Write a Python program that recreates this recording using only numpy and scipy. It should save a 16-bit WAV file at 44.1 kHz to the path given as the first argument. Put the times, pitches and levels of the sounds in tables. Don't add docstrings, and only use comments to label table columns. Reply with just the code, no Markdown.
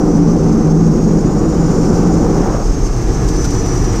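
import sys
import numpy as np
from scipy import signal
from scipy.fft import rfft, irfft
from scipy.io import wavfile
from scipy.ndimage import uniform_filter1d, minimum_filter1d

SR = 44100
rng = np.random.default_rng(int(sys.argv[2]) if len(sys.argv) > 2 else 0)


def master(y):
    cut = np.clip(np.atleast_2d(y).T, -1, 1)
    pcm = np.round(cut * 32767)
    wavfile.write(sys.argv[1], SR, pcm.astype(np.int16))


N = 176400
T = np.arange(N) / SR


def from_db(db):
    return 10 ** (np.asarray(db) / 20)


def unit_rms(x):
    return x / np.sqrt(np.mean(x ** 2) + 1e-20)


def curve(rows):
    return np.interp(T, *np.transpose(rows))


def drift(rate_hz):
    hz = np.arange(N // 2 + 1) * SR / N
    return unit_rms(irfft(rfft(rng.standard_normal(N)) / (1 + (hz / rate_hz) ** 2), N))


def noise(spectrum):
    hz = np.maximum(np.arange(N // 2 + 1) * SR / N, 1)
    knots_hz, db = np.transpose(spectrum)
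    shape = from_db(np.interp(np.log(hz), np.log(knots_hz), db))
    skirts = np.minimum(1, np.minimum(hz / knots_hz[0], knots_hz[-1] / hz)) ** 6
    return unit_rms(irfft(rfft(rng.standard_normal(N)) * skirts * shape, N))


def levelled(x, span_s):
    return x / np.sqrt(uniform_filter1d(x ** 2, int(span_s * SR)) + 1e-12)


def driven_mode(hz, width_hz):
    return signal.lfilter(*signal.iirpeak(hz, hz / width_hz, fs=SR), rng.standard_normal(N))


def tone(hz, jitter, flutter_db, rate_hz):
    phase = 2 * np.pi * np.cumsum(hz * (1 + jitter * drift(rate_hz))) / SR
    flutter = from_db(flutter_db * np.tanh(drift(rate_hz)))
    return unit_rms(np.sin(phase) * flutter)


def burst(start_s, attack_s=.0015, decay_s=.009):
    age_s = np.maximum(T - start_s, 0)
    return np.minimum(age_s / attack_s, 1) * np.exp(-np.maximum(age_s - attack_s, 0) / decay_s)


# f/Hz, width/Hz, level/dB
CABIN_MODES = [(159.8, 25, -4), (192, 23, -6), (222.3, 22.4, -5.5), (301.2, 30.6, -4), (338, 76, -14.5),
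               (388, 26.3, -10), (471, 22, -12)]
# t/s, level/dB
ROAR_DB = [(0, -13), (1.5, -13.5), (1.9, -12.5), (2.42, -13), (2.53, -19.5), (2.7, -29)]

def propeller_roar():
    modes = sum(from_db(db) * driven_mode(hz, width_hz) for hz, width_hz, db in CABIN_MODES)
    bandpass = signal.butter(4, [135, 560], "band", fs=SR, output="sos")
    return from_db(curve(ROAR_DB)) * levelled(signal.sosfilt(bandpass, modes), span_s=.12)


# t/s, level/dB
TEAR_DB = [(0, -26), (1.0, -29), (1.8, -25.5), (2.3, -24.5), (2.55, -21.5), (2.63, -28), (2.74, -31.5),
           (4, -67)]
# f/Hz, level/dB
TEAR_SPECTRUM = [(250, -37), (500, 6), (600, -1), (680, -2.5), (740, 4.5), (830, 0.5), (930, -3.5),
                 (1200, -6), (1400, -10), (1560, -15), (1900, -29), (3500, -45.5)]

def blade_tear():
    return from_db(curve(TEAR_DB) + 1.1 * drift(25)) * noise(TEAR_SPECTRUM)


# t/s, f/Hz, level/dB
LOW_BOOM = [(0, 170, -25), (.1, 169, -13.5), (.4, 166, -16), (.89, 164, -10.5), (.96, 162, -18),
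            (1.14, 163, -16), (1.3, 163, -26), (1.58, 166, -17.5), (1.85, 168, -25), (2.06, 167, -13.5),
            (2.2, 165, -15.5), (2.6, 160, -60)]
MIDDLE_BOOM = [(0, 227, -20), (.35, 225, -26), (.52, 224, -17), (.88, 216, -24), (1.31, 212, -18.5),
               (1.6, 219, -23), (2.0, 220, -33), (2.45, 219, -20), (2.6, 215, -60)]
UPPER_BOOM = [(0, 305, -15), (.22, 283, -14), (.5, 283, -70)]

def cabin_booms():
    out = np.zeros(N)
    for rows in (LOW_BOOM, MIDDLE_BOOM, UPPER_BOOM):
        t_s, hz, db = np.transpose(rows)
        boom = tone(np.interp(T, t_s, hz), jitter=.016, flutter_db=3, rate_hz=13.4)
        out += from_db(np.interp(T, t_s, db)) * boom
    return out


# t/s, level/dB
RUSH_DB = [(0, -22.5), (1.5, -20), (2.4, -18.5), (2.75, -19.5), (3.2, -16), (4, -15)]
# f/Hz, level/dB
RUSH_SPECTRUM = [(60, -8), (85, -3), (118, 1.5), (147, -3.5), (185, -3.5), (212, -14.5), (245, -8),
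                 (300, -5.5), (393, -9), (474, -11), (540, -24), (643, -21.5), (774, -18.5), (965, -25),
                 (1200, -22.5), (1380, -29.5), (1690, -31), (2250, -35.5), (3200, -42), (4000, -42)]

def air_rush():
    return from_db(curve(RUSH_DB) + .73 * drift(15)) * levelled(noise(RUSH_SPECTRUM), span_s=.26)


# t/s, level/dB
BUFFET_DB = [(0, -20.5), (1.8, -19), (2.45, -17.5), (4, -17.5)]
# f/Hz, level/dB
BUFFET_SPECTRUM = [(8, -31), (20, 4), (33, 3.5), (52, 2), (62, -7.5), (100, -20.5)]

def buffet():
    return from_db(curve(BUFFET_DB)) * levelled(noise(BUFFET_SPECTRUM), span_s=.066)


# t/s, f/Hz
BLADE_HZ = [(0, 5862), (.3, 6060), (.6, 6265), (.9, 6508), (1.2, 6764), (1.5, 6953), (1.8, 7038),
            (2.0, 7017), (2.15, 6886), (2.35, 6700), (2.6, 6496), (2.9, 6304), (3.2, 6143), (3.45, 6024),
            (3.7, 5906), (4, 5807)]
# t/s, level/dB
WHINE_DB = [(0, -43), (2.55, -44), (2.84, -37.5), (2.93, -44), (3.0, -39), (3.18, -37.5), (3.28, -43),
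            (3.42, -29.5), (3.48, -37), (3.53, -29.5), (3.63, -35), (3.88, -32), (3.93, -42), (4, -31.5)]
OCTAVE_DB = [(0, -71), (1.5, -69), (3.1, -62), (4, -67)]

def compressor():
    blade_hz = curve(BLADE_HZ)
    whine = tone(blade_hz, jitter=.002, flutter_db=5.5, rate_hz=30)
    octave = tone(2 * blade_hz, jitter=.005, flutter_db=6, rate_hz=40)
    return from_db(curve(WHINE_DB)) * whine + from_db(curve(OCTAVE_DB)) * octave


# t/s, f/Hz
MESH_HZ = [(0, 1490), (1.3, 1495), (1.8, 1517), (2.15, 1528), (2.35, 1552), (2.6, 1615), (3.0, 1675),
           (3.45, 1713), (4, 1738)]
# t/s, level/dB
GEAR_DB = [(0, -55), (1.75, -50), (2.05, -41), (2.35, -56), (2.8, -61), (3.2, -41.5), (3.55, -48),
           (4, -43.5)]
TURBINE_DB = [(0, -55), (2.1, -51), (2.27, -41), (2.4, -49), (4, -56)]

def drivetrain():
    mesh_hz = curve(MESH_HZ)
    gear = tone(mesh_hz, jitter=.00126, flutter_db=5.5, rate_hz=8.3)
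    turbine = tone(3.89 * mesh_hz, jitter=.00226, flutter_db=9, rate_hz=28)
    return from_db(curve(GEAR_DB)) * gear + from_db(curve(TURBINE_DB)) * turbine


# t/s, level/dB
HISS_DB = [(0, -38.5), (.9, -39), (1.5, -37.5), (1.9, -34.5), (2.3, -36.5), (3.1, -35.5), (3.45, -31.5),
           (3.7, -33), (4, -33.5)]
# f/Hz, level/dB
HISS_SPECTRUM = [(2000, -30), (3000, -21.5), (3500, -33), (4260, -12.5), (5500, -0.5), (6050, -1),
                 (7070, -6.5), (7660, -10.5), (8830, -15.5), (10200, -24.5), (11500, -36), (12100, -24),
                 (12700, -25.5), (15200, -31)]

def intake_hiss():
    return from_db(curve(HISS_DB) + drift(33)) * noise(HISS_SPECTRUM)


# t/s, f/Hz, level/dB
BUMPS = [(2.58, 35, -12), (2.75, 36, -12.5), (2.98, 43, -15.5), (3.2, 42, -14.5), (3.44, 37, -17.5),
         (3.76, 37, -15)]

def bumps(length_s=.2):
    out = np.zeros(N)
    for start_s, hz, db in BUMPS:
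        swell = np.sin(np.pi * np.clip((T - start_s) / length_s, 0, 1))
        swing = np.sqrt(2) * np.sin(2 * np.pi * (hz * T + rng.random()))
        out += from_db(db) * swell * swing
    return out


# t/s, level/dB
RATTLES = [(2.96, -39), (3.279, -33), (3.285, -26.5), (3.361, -32), (3.442, -25.5), (3.451, -32),
           (3.506, -30), (3.658, -32), (3.843, -31), (3.922, -33), (3.958, -32)]
# f/Hz, level/dB
RATTLE_SPECTRUM = [(2000, -4), (3500, 1), (4500, 6), (6000, 12), (8800, 1), (11300, -13), (13000, -7.5),
                   (15000, -15)]

def rattles():
    crackle = unit_rms(noise(RATTLE_SPECTRUM) * from_db(3 * np.tanh(drift(700))))
    return crackle * sum(from_db(db) * burst(start_s) for start_s, db in RATTLES)


def panel_ring():
    return from_db(-26) * burst(start_s=3.446) * unit_rms(driven_mode(hz=1430, width_hz=65))


def scene():
    propeller = propeller_roar() + blade_tear() + cabin_booms()
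    airframe = air_rush() + buffet() + bumps()
    engine = compressor() + drivetrain() + intake_hiss()
    return (propeller + airframe + engine + rattles() + panel_ring())[None]


def record(dry):
    ceiling, span_samples, cutoff_hz = .91, SR // 80, 15250
    max_gain = np.minimum(1, ceiling / (np.abs(dry) + 1e-9))
    gain = uniform_filter1d(minimum_filter1d(max_gain, span_samples), span_samples)
    lowpass = signal.ellip(12, .1, 80, cutoff_hz, fs=SR, output="sos")
    return signal.sosfilt(lowpass, dry * gain)


dry = scene()
out = record(dry)
master(out)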